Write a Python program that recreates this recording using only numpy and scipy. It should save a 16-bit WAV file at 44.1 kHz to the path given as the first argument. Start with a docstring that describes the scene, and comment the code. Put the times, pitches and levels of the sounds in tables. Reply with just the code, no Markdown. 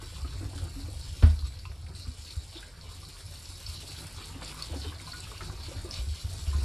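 """Fuel poured from a jug into a tank

Fuel runs through a hose into a car's hollow tank: filtered random clicks spatter and fizz, ringing in it.
Swarms of decaying, rising sines gurgle; single ones plop, and short noise bursts splash.
The jug rumbles (filtered noise) and thumps (decaying modes), once hard at 1.2 s.
Now and then the hose knocks on the ringing metal filler neck. Garage reflections add slight width,
over a faint steady noise, opposite in left and right.
"""
import sys
import numpy as np
from scipy import signal
from scipy.fft import rfft, irfft, next_fast_len
from scipy.io import wavfile
from scipy.ndimage import uniform_filter1d

SR = 44100
rng = np.random.default_rng(int(sys.argv[2]) if len(sys.argv) > 2 else 0)


def wav_record(signal):
    """Record a signal, one row per channel, as 16-bit PCM in the file named by sys.argv[1]."""
    frames = np.transpose(np.atleast_2d(signal))
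    bounded = np.clip(frames, -1, 1)
    # unit amplitude maps onto the largest positive 16-bit level
    quanta = np.round(bounded * 32767).astype(np.int16)
    wavfile.write(sys.argv[1], SR, quanta)


N = 292824
T = np.arange(N) / SR
SHORT = T[:SR // 2]  # time axis of one event, s

# hose flow, with brief deep dips; FULL_FLOW_DB is a full hose: [t/s, level/dB]
FLOW_CURVE = [(0.0, -54), (0.15, -53.5), (0.22, -57.5), (1.18, -55), (1.92, -65), (1.96, -56.5),
              (2.59, -56), (2.83, -63.5), (2.92, -55.5), (3.73, -51.5), (4.42, -56.5), (4.44, -53),
              (4.88, -52.5), (4.97, -62), (5.01, -54), (5.36, -55), (6.64, -51)]
# brief level offsets of the spatter; below 0 dB quieter: [t/s, length/s, level/dB]
SPATTER_OFFSETS = [(0.15, 0.072, 4), (0.274, 0.089, 5), (0.546, 0.054, 4), (0.8, 0.042, 3.5),
                   (0.998, 0.32, 3), (1.449, 0.033, 7), (1.96, 0.083, 4), (2.21, 0.13, 4.5),
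                   (2.548, 0.059, 2.5), (2.68, 0.048, -1.5), (2.806, 0.094, 2), (3.66, 0.11, 4.5),
                   (3.865, 0.14, 5), (4.093, 0.028, -0.5), (4.173, 0.12, 4.5), (4.34, 0.063, -2),
                   (4.422, 0.096, 6.5), (4.595, 0.086, 3.5), (4.82, 0.16, 1), (4.94, 0.026, 4.5),
                   (5.076, 0.3, 5.5), (5.375, .12, 4), (5.605, 0.12, 5), (5.92, 0.081, 6),
                   (6.038, 0.046, -4), (6.122, .016, -2), (6.149, 0.074, 5.5), (6.25, 0.026, 0)]
# spectra, relative: [f/Hz, level/dB]: big drops, fine spray, bursting foam
DROPS_SPECTRUM = [(800, -17), (1500, -16), (1850, -12), (2400, 1), (3100, 1), (3600, 1.5), (4400, -11),
                  (6000, -41)]
SPRAY_SPECTRUM = [(2000, -23), (3200, -22), (3900, 8), (4500, 9), (4850, 3), (5350, 4.5), (5900, -8),
                  (7000, -2.5), (10000, -53)]
FIZZ_SPECTRUM = [(3000, -9), (5500, 1), (6400, -5.5), (7200, 0), (7550, 3), (8500, -0.5), (9800, 0),
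                 (11500, -5.5), (12900, -9), (13700, -83)]
# pool churning, before offsets: [t/s, large-bubble level/dB, small-bubble level/dB]
CHURN_CURVE = [(0.0, -61.5, -60), (0.74, -56, -63), (1.0, -57.5, -63.5), (1.74, -62.5, -63.5),
               (2.5, -61, -65), (2.74, -59.5, -61), (3.14, -61, -62.5), (3.62, -60, -64),
               (4.59, -55.5, -55), (4.96, -55, -57.5), (5.23, -54.5, -61), (5.73, -54.5, -58),
               (6.25, -57, -61), (6.64, -53, -58.5)]
# bubbling level offsets; below 0 dB quieter: [t/s, length/s, level/dB]
BUBBLING_OFFSETS = [(.41, 0.033, 3), (.53, 0.15, 3.5), (.77, 0.17, 1), (1.87, 0.022, 5), (2.49, .03, 0),
                    (2.55, 0.064, 2.5), (3.98, 0.072, 6), (4.18, 0.046, 3.5), (4.42, 0.054, -2),
                    (4.53, 0.145, -2.5), (4.72, 0.13, 2), (5.42, 0.12, 3), (6.05, 0.13, -2),
                    (6.25, 0.078, -1.5)]
# bubble swarm spectra, relative: [f/Hz, level/dB]
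LARGE_BUBBLE_SPECTRUM = [(110, 2.5), (155, 9), (195, -10), (265, -2), (350, -5), (480, -7), (700, -6.5),
                         (1100, -13), (2000, -44)]
SMALL_BUBBLE_SPECTRUM = [(350, 13.5), (700, -5), (1050, 0.5), (1500, -1), (1750, -4.5), (2300, -1),
                         (4000, -24)]
# single big bubbles: [t/s, peak level/dB, f/Hz, decay/cycles per e-fold]
PLOP_EVENTS = [(0.026, -40.5, 332, 2.5), (.123, -47, 475, 2.8), (.246, -40.5, 1245, 5),
               (0.247, -40, 277, 1.7), (.352, -45, 400, 1.9), (.405, -47, 595, 3.4), (0.409, -39, 322, 3.9),
               (0.427, -35.5, 299, 3.7), (0.532, -43.5, 970, 1.8), (0.532, -43, 347, 2.2),
               (.557, -42, 279, 12), (.58, -45, 1430, 6), (0.647, -43.5, 335, 8.6), (0.761, -39, 274, 13),
               (0.884, -39.5, 306, 2.2), (.935, -45.5, 526, 3.2), (1.904, -47, 366, 5),
               (2.068, -44.5, 248, 7.5), (2.555, -41, 334, 2.9), (2.628, -39, 1530, 2.2),
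               (3.83, -41, 358, 1.5), (4.352, -38, 280, 3.6), (4.419, -36, 1040, 1.1),
               (4.423, -39, 490, 1.7), (4.7, -41.5, 323, 5), (4.74, -35, 510, 1.8), (4.759, -32, 270, 2.6),
               (4.843, -40.5, 423, 3.8), (4.866, -38.5, 292, 4.5), (4.921, -41, 1160, 1.7),
               (4.999, -38, 2160, 5), (5.27, -44, 1243, 5.5), (5.407, -32.5, 1274, 4.9),
               (5.421, -41, 350, 2.5), (5.683, -41, 328, 3.3), (5.713, -39, 538, 4),
               (5.846, -35.5, 345, 3.1)]
# slugs of fuel on the pool: [t/s, peak level/dB, brightest f/Hz, width/Hz, e-fold decay/s]
SPLASH_EVENTS = [(0.578, -40, 3500, 2000, .005), (0.641, -36, 8800, 3500, .002),
                 (1.716, -43.5, 1580, 1600, 0.0046), (1.865, -44, 2200, 900, .006),
                 (2.306, -34.5, 3900, 1200, 0.0034), (2.549, -37.5, 3800, 1100, .005),
                 (2.568, -37.5, 3500, 900, 0.023), (3.455, -39, 4830, 1800, 0.0034),
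                 (3.555, -38, 5000, 1200, 0.014), (3.664, -30, 4930, 1300, 0.0048),
                 (3.695, -45, 5100, 900, 0.023), (3.758, -38, 5030, 1200, 0.006),
                 (3.877, -41, 4300, 1500, .006), (3.822, -38.5, 2920, 1200, 0.0053),
                 (3.965, -37, 3720, 900, 0.0041), (4.068, -35, 8600, 3500, 0.0026),
                 (4.257, -33.5, 8200, 3500, 0.0015), (4.418, -45, 2650, 1500, 0.0063),
                 (4.447, -33.5, 7500, 2000, .003), (4.545, -36.5, 10600, 4000, .001),
                 (4.6233, -24.5, 4380, 1600, 0.0023), (4.624, -31, 7850, 3000, .002),
                 (4.73, -38, 550, 700, 0.026), (4.845, -39.5, 800, 1300, 0.023),
                 (5.1164, -34, 4200, 900, 0.011), (5.204, -32.5, 7800, 2020, 0.0016),
                 (5.91, -27.5, 5200, 1390, 0.0029), (5.913, -35.5, 5380, 1100, 0.046),
                 (5.94, -26.5, 4280, 2390, 0.0046), (6.291, -41, 3900, 900, 0.034),
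                 (6.465, -40.5, 2800, 805, 0.023)]
# tank air resonances, nominal: [f/Hz, width/Hz, level/dB re direct sound]
TANK_MODES = [(510, 6.1, 4), (1502, 12, 2.5), (1610, 16, 3.5), (2500, 13, -13), (3200, 28, -3),
              (3610, 19, 10), (3880, 11, 15.5), (4466, 146, 10), (5310, 34, 13)]
# dense tank ring: [f/Hz, t60/s]
TANK_RING_T60 = [(200, 0.17), (1200, 0.21), (4500, 0.24), (7000, 0.16), (13000, 0.11)]
# jug flexing, before offset: [t/s, level/dB]
JUG_FLEX = [(0.0, -46.5), (0.39, -42), (1.07, -43), (1.29, -43.5), (2.48, -51.5), (3.75, -48.5),
            (3.85, -48), (4.68, -48.5), (4.86, -48), (5.16, -49), (6.14, -43.5), (6.2, -57), (6.27, -42.5),
            (6.64, -43)]
# jug rumble spectrum, relative: [f/Hz, level/dB]
RUMBLE_SPECTRUM = [(15, -1), (30, -4.5), (47, 2.5), (60, -2), (74, 1.5), (97, 2), (112, -5.5), (155, -20),
                   (190, -24.5), (400, -54.5)]
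# jug thumps: [t/s, boom peak level/dB, f/Hz, t60/s, upper-mode hardness/dB]
THUMP_EVENTS = [(0.169, -33.5, 70.5, 0.69, -16), (0.221, -29, 60, 0.3, -24), (.345, -33, 88.7, 0.14, 1),
                (0.451, -31, 87, 0.04, 0), (0.617, -30.5, 78.1, 0.37, -4), (0.795, -36.5, 82.3, 0.57, 3),
                (1.229, -9, 74.8, 0.37, 0.5), (1.425, -25, 61.3, 0.31, -13), (1.694, -36.5, 64.7, 0.22, -2),
                (1.833, -32.5, 68.2, 0.35, -6), (2.077, -27, 70, 0.065, -13), (2.366, -25, 67, 0.1, -30),
                (3.68, -34.5, 70.8, 0.21, -9), (4.707, -30, 72, 0.55, -10), (4.858, -33.5, 78.3, 0.29, -10),
                (5.489, -30, 82, 0.11, -6), (5.755, -33.5, 91, 0.2, 1), (5.984, -28.5, 57, 0.39, -11),
                (6.066, -27.5, 70.8, 0.31, -8), (6.107, -36, 74, 0.2, -16), (6.24, -28, 72.2, 0.17, -4.5),
                (6.47, -26, 67.7, 0.49, -7), (6.542, -25.5, 70, 0.55, -2), (6.615, -23.5, 67.5, 0.22, -6)]
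# jug wall modes: [f/main pitch, relative level/dB, t60/s]
WALL_MODES = [(.62, -9, 0.43), (1.2, -14, 0.23), (1.6, -16.5, 0.14), (2.2, -27.5, 0.27),
              (3.02, -17.5, 0.25), (3.45, -17, 0.08), (5.4, -22.5, 0.083), (8.65, -40, 0.4),
              (9.8, -33.5, 0.17), (11.85, -38, 0.18), (12.9, -28, 0.052), (19.5, -32, 0.25)]
# buckling plastic spectrum, relative: [f/Hz, level/dB]
CRACK_SPECTRUM = [(150, 0.5), (400, -3), (950, -5.5), (1500, -7.5), (2100, -12.5), (3600, -15), (6000, -35),
                  (12000, -74)]
# hose on neck: [t/s, peak level/dB, brightest f/Hz, ring re contact level/dB]
KNOCK_EVENTS = [(1.391, -34, 4170, -11), (1.472, -38, 7900, -13.5), (1.5904, -36.5, 4570, -11),
                (1.653, -37.5, 2780, -6), (1.654, -39.5, 1090, -5), (1.951, -38, 4100, -7),
                (2.812, -38, 4360, -11), (3.051, -37, 4400, -10), (5.068, -35, 4200, -6.5),
                (5.074, -39, 1020, 4), (5.133, -37, 1470, -3), (5.316, -38, 1200, -10),
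                (6.531, -39, 1090, 16), (6.617, -47, 1080, 5)]
# metal filler neck modes: [f/Hz, relative level/dB, t60/s]
NECK_MODES = [(1040, 1.5, 0.15), (1160, -4.5, .1), (1234, -6.5, 0.21), (1457, 0.5, 0.26), (2690, -5, 0.053),
              (4156, 2, 0.18), (4570, 1.5, 0.23), (7840, -2, 0.19)]
# stereo side against mid: [f/Hz, level/dB]
WIDTH_SPECTRUM = [(70, -74), (140, -46), (250, -30), (500, -26.5), (2000, -20), (5000, -18.5), (8000, -17),
                  (12000, -13.5)]
# spectrum of the faint steady side noise, relative: [f/Hz, level/dB]
SIDE_NOISE_SPECTRUM = [(20, 13), (100, 9.5), (200, 7), (500, 2.5), (1200, -1.5), (2500, -25), (5000, 1),
                       (13000, -13)]

FULL_FLOW_DB, CALM_DB = -53, -61  # full hose; calm pool
SPATTER_DB, SPATTER_DB_PER_FLOW_DB = -54.5, 0.65  # level at full flow; slope
FIZZ_DB, FIZZ_DB_PER_OFFSET_DB = -52, 0.25  # level at full flow; slope
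DROPS_DB, DROPS_DB_PER_CHURN_DB, DROPS_DB_PER_S = -3, 0.55, -0.05  # big drops re spray
OFFSET_ATTACK_S, OFFSET_RELEASE_S = 0.0078, 0.013
SLOSH_S, SLOSH_DETUNE = .06, .035  # time per surface shape; largest fractional shift of tank modes
JUG_LOW_HZ = 35.7  # jug too small to radiate well below
EDGE_HZ = 14200


def stream():
    """Big drops, fine spray and ticks of bursting foam follow the flow and its level offsets."""
    flow_db = curve(FLOW_CURVE) - FULL_FLOW_DB
    offset_db = offsets(SPATTER_OFFSETS)
    churn_db = curve(CHURN_CURVE, order=2) - CALM_DB
    drops_db = DROPS_DB + DROPS_DB_PER_CHURN_DB * churn_db + DROPS_DB_PER_S * T
    drops = gain_of(drops_db) * spatter(DROPS_SPECTRUM, per_s=500, spread_db=3.5, echo_db=7.5, patchy_db=2.5)
    spray = spatter(SPRAY_SPECTRUM, per_s=700, spread_db=4.0, echo_db=9, patchy_db=2.5)
    fizz = spatter(FIZZ_SPECTRUM, per_s=1500, spread_db=4.0, echo_db=5.0, patchy_db=1.5)
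    fizz = fizz * unsteady(depth_db=0.35, slow_hz=2.9, fast_hz=11)
    spatter_gain = gain_of(SPATTER_DB + SPATTER_DB_PER_FLOW_DB * flow_db + offset_db)
    fizz_gain = gain_of(FIZZ_DB + flow_db + FIZZ_DB_PER_OFFSET_DB * offset_db)
    return spatter_gain * (drops + spray) + fizz_gain * fizz


def spatter(spectrum, per_s, spread_db, echo_db, patchy_db):
    """Droplets of the broken stream strike the pool and ring in the tank."""
    ringing = sloshed(impacts(per_s, spread_db), echo_db)
    return evened(wander(colour(ringing, spectrum), patchy_db))


def wander(x, patchy_db, patch_hz=900, patch_s=0.052):
    """The stream's point of impact wanders: smoothed random gains shift its colour."""
    hz, t, z = signal.stft(x, SR, nperseg=512)
    patches = rng.standard_normal(z.shape)
    patches = uniform_filter1d(patches, round(patch_hz / hz[1]) + 1, axis=0)
    patches = uniform_filter1d(patches, round(patch_s / t[1]) + 1, axis=1)
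    return signal.istft(z * gain_of(patchy_db * evened(patches)), SR, nperseg=512)[1][:N]


def churn(large_db=2, small_db=3.0, small_per_bubbling=1.0, small_per_spatter=0.13):
    """Air dragged under by the stream comes up in large and small bubbles."""
    bubbling_db = offsets(BUBBLING_OFFSETS)
    large = gurgle(LARGE_BUBBLE_SPECTRUM, low_hz=160.0, high_hz=781, per_s=170, cycles=1.42,
                   spread_db=2.5, wash_db=-6.5)
    small = gurgle(SMALL_BUBBLE_SPECTRUM, low_hz=739, high_hz=2264, per_s=380, cycles=1.87,
                   spread_db=3.0, wash_db=-4.5)
    small_offset_db = small_per_bubbling * bubbling_db + small_per_spatter * offsets(SPATTER_OFFSETS)
    large_gain = gain_of(large_db + curve(CHURN_CURVE, order=1) + bubbling_db)
    small_gain = gain_of(small_db + curve(CHURN_CURVE, order=2) + small_offset_db)
    return large_gain * large + small_gain * small


def gurgle(spectrum, low_hz, high_hz, per_s, cycles, spread_db, wash_db, count=16):
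    """A swarm of bubbles of many sizes over the soft wash of moving fuel."""
    births = impacts(per_s, spread_db)
    size_class = rng.integers(0, count, N)
    swarm = np.zeros(N)
    for k, hz in enumerate(np.geomspace(low_hz, high_hz, count)):
        one = np.sqrt(hz) * bubble(hz, cycles)[:4096]
        swarm += signal.oaconvolve(births * (size_class == k), one)[:N]
    wash = evened(colour(rng.standard_normal(N), spectrum))
    swarm = evened(colour(swarm, spectrum)) + gain_of(wash_db) * wash
    return evened(sloshed(swarm, echo_db=3.5))


def bubble(hz, cycles, rise=0.071):
    """A bubble rings briefly, its pitch rising as it nears the surface."""
    age = SHORT * hz / cycles  # in decay times
    turns = np.cumsum(hz * (1 + rise * (np.minimum(age, 2) - .5))) / SR
    return np.sin(2 * np.pi * turns) * np.exp(-age) * (1 - np.exp(-SHORT * hz * 2))


def plops(rise=0.035, froth_db=-7, froth_s=0.012, froth_width=1.2):
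    """Single big bubbles burst in a puff of froth and set the tank ringing."""
    out = np.zeros(N)
    for s, db, hz, cycles in PLOP_EVENTS:
        froth = band_burst(hz, froth_width * hz, froth_s)
        burst = bubble(hz, cycles, rise) + peaked(froth, froth_db)
        add(out, s, peaked(through(burst, tank(echo_db=-4)), db))
    return out


def splashes():
    """A slug of fuel slaps the pool: a short burst of spray, then the ring of the tank."""
    out = np.zeros(N)
    for s, db, hz, width_hz, burst_s in SPLASH_EVENTS:
        slap = band_burst(hz, width_hz, burst_s)
        add(out, s, peaked(through(slap, tank(echo_db=-12.0)), db))
    return out


def band_burst(hz, width_hz, decay_s):
    """Decaying noise through two equal resonances."""
    burst = rng.standard_normal(len(SHORT)) * np.exp(-SHORT / decay_s)
    return resonate(resonate(burst, hz, width_hz), hz, width_hz)


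def tank(echo_db, stretch=1, waves_db=0):
    """Response of the tank: direct sound, standing waves and a dense ring between the walls."""
    click = 1. * (SHORT == 0)
    hz, t, z = signal.stft(rng.standard_normal(len(SHORT)), SR, nperseg=256)
    decay = gain_of(-60 * t / read(TANK_RING_T60, hz)[:, None])
    ring = signal.istft(z * decay, SR, nperseg=256)[1][:len(SHORT)]
    waves = sum(gain_of(db) * resonate(click, f * stretch, width) for f, width, db in TANK_MODES)
    return click + gain_of(waves_db) * waves + gain_of(echo_db) * ring / np.linalg.norm(ring)


def sloshed(x, echo_db, count=10):
    """The moving surface keeps changing the tank's ring and shifts its standing waves."""
    stretches = 1 + SLOSH_DETUNE * np.linspace(-1, 1, count)
    shapes = [tank(echo_db, stretch)[:SR // 4] for stretch in stretches]
    out, hop = np.zeros(N), round(SLOSH_S * SR)
    for centre in range(0, N + hop, hop):
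        at = np.arange(max(centre - hop, 0), min(centre + hop, N))
        faded = x[at] * np.cos(np.pi / 2 * (at - centre) / hop)
        add(out, at[0] / SR, signal.fftconvolve(faded, shapes[rng.integers(count)]))
    return out


def jug(swell_s=0.009, stiffen=0.085, relax_s=0.052, crack_db=-17, crack_t60_s=0.27, rumble_db=4.5):
    """The wall rumbles as it flexes and thumps when it buckles, starting sharp while taut."""
    out = gain_of(rumble_db + curve(JUG_FLEX)) * evened(colour(rng.standard_normal(N), RUMBLE_SPECTRUM))
    hollow = tank(echo_db=-11.0, waves_db=-13)
    for s, db, hz, t60_s, hard_db in THUMP_EVENTS:
        turns = hz * np.cumsum(1 + stiffen * np.exp(-SHORT / relax_s)) / SR
        swell = 1 - np.exp(-(SHORT / swell_s) ** 2)
        boom = -np.sin(2 * np.pi * turns) * gain_of(-60 * SHORT / t60_s) * swell
        ring = np.zeros(len(SHORT))
        for k, (ratio, mode_db, fade_s) in enumerate(WALL_MODES):
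            mode = np.sin(2 * np.pi * hz * ratio * SHORT)
            ring += gain_of(mode_db - 60 * SHORT / fade_s) * mode * (-1) ** k
        ring *= 1 - np.exp(-SHORT / 0.0017)
        crack = colour(rng.standard_normal(len(SHORT)), CRACK_SPECTRUM) * gain_of(-60 * SHORT / crack_t60_s)
        add(out, s, peaked(boom, db) + gain_of(db + hard_db) * ring)
        # crease snaps before the wall swings
        add(out, s - .004, peaked(through(crack, hollow), db + hard_db + crack_db))
    return colour(out, [(JUG_LOW_HZ / 2, -14), (JUG_LOW_HZ, -6), (JUG_LOW_HZ * 1.3, 0)])


def knocks(contact_s=0.0023, scuff_db=-11, contact_width=0.35, reach_hz=330, swell_s=0.00066):
    """The hose strikes and scuffs the neck; where it lands decides which modes ring on."""
    out = np.zeros(N)
    for s, db, hz, ring_db in KNOCK_EVENTS:
        scuff = rng.standard_normal(len(SHORT)) * np.exp(-SHORT / contact_s)
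        blow = (SHORT == 0) + gain_of(scuff_db) * scuff / 2
        contact = resonate(resonate(blow, hz, contact_width * hz), hz, contact_width * hz)
        contact = through(contact, tank(echo_db=-4, waves_db=-4))
        ring = np.zeros(len(SHORT))
        for f, mode_db, t60_s in NECK_MODES:
            nearness = 1 / (1 + ((f - hz) / reach_hz) ** 2)
            ring += gain_of(mode_db - 60 * SHORT / t60_s) * np.sin(2 * np.pi * f * SHORT) * nearness
        ring *= 1 - np.exp(-SHORT / swell_s)
        add(out, s, peaked(peaked(contact, 0) + peaked(ring, ring_db), db))
    return out


def garage(mid, scatter_s=0.059):
    """Side signal of the garage: reflections that smear time but keep colour, then set by WIDTH_SPECTRUM."""
    walls = rfft(rng.standard_normal(len(SHORT)) * np.exp(-SHORT / scatter_s))
    scatter = irfft(walls / abs(walls))
    return colour(through(mid, scatter), WIDTH_SPECTRUM)


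def side_noise(level_db=-72):
    """Faint steady noise, opposite in left and right."""
    return gain_of(level_db) * evened(colour(rng.standard_normal(N), SIDE_NOISE_SPECTRUM))


def impacts(per_s, spread_db):
    """Random clicks of either sign, mostly small, a few large."""
    size = gain_of(spread_db * np.minimum(rng.exponential(1, N), 9 / 2))
    return size * rng.choice([-1, 1], N) * (rng.random(N) < per_s / SR)


def curve(rows, order=1):
    """One column of a curve at every sample."""
    rows = np.array(rows)
    return np.interp(T, rows[:, 0], rows[:, order])


def offsets(rows):
    """Sum of brief dB offsets: each ramps in quickly, holds and ramps out."""
    total_db = np.zeros(N)
    for s, length_s, db in rows:
        attack = (T - s) / OFFSET_ATTACK_S + .5
        release = 1 - (T - s - length_s) / OFFSET_RELEASE_S
        total_db += db * np.clip(np.minimum(attack, release), 0, 1)
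    return total_db


def unsteady(depth_db, slow_hz, fast_hz, count=24):
    """A gain that wavers at random."""
    t = T[::100]
    sway = sum(np.sin(2 * np.pi * (hz * t + rng.random())) / np.sqrt(hz)
               for hz in np.geomspace(slow_hz, fast_hz, count))
    return gain_of(depth_db * np.interp(T, t, evened(sway)))


def gain_of(db):
    """Decibels to a factor."""
    return 10 ** (np.asarray(db) / 20)


def evened(x):
    """Scales to rms 1."""
    return x / np.sqrt(np.mean(x ** 2) + 1e-20)


def peaked(x, db):
    """Scales to a peak level."""
    return gain_of(db) * x / abs(x).max()


def read(points, hz):
    """Reads a spectrum on a log-frequency axis."""
    f, value = np.transpose(points)
    return np.interp(np.log(hz + 1), np.log(f), value)


def colour(x, points):
    """Filters by a spectrum."""
    size = next_fast_len(len(x) + 4096)
    gain = gain_of(read(points, np.fft.rfftfreq(size, 1 / SR)))
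    return irfft(rfft(x, size) * gain, size)[:len(x)]


def resonate(x, hz, width_hz):
    """A one-pole complex resonance, gain about 1 at its peak."""
    r = np.exp(-np.pi * width_hz / SR)
    return 2 * signal.lfilter([1 - r], [1, -r * np.exp(2j * np.pi * hz / SR)], x).real


def through(x, response):
    """Passes a sound through an impulse response."""
    return signal.fftconvolve(x, response)[:len(x)]


def add(mix, s, sound):
    """Mixes a sound in at a time."""
    part = mix[max(round(s * SR), 0):][:len(sound)]
    part += sound[:len(part)]


def scene():
    """All sources share one spot; the side signal adds slight width."""
    mid = stream() + churn() + plops() + splashes() + jug() + knocks()
    side = garage(mid) + side_noise()
    return np.array([mid + side, mid - side])


def record(dry):
    """Low-pass at the band edge."""
    low_pass = signal.firwin(511, EDGE_HZ, window=("kaiser", 9), fs=SR)
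    return signal.oaconvolve(dry, low_pass[None], "same")


dry = scene()
out = record(dry)
wav_record(out)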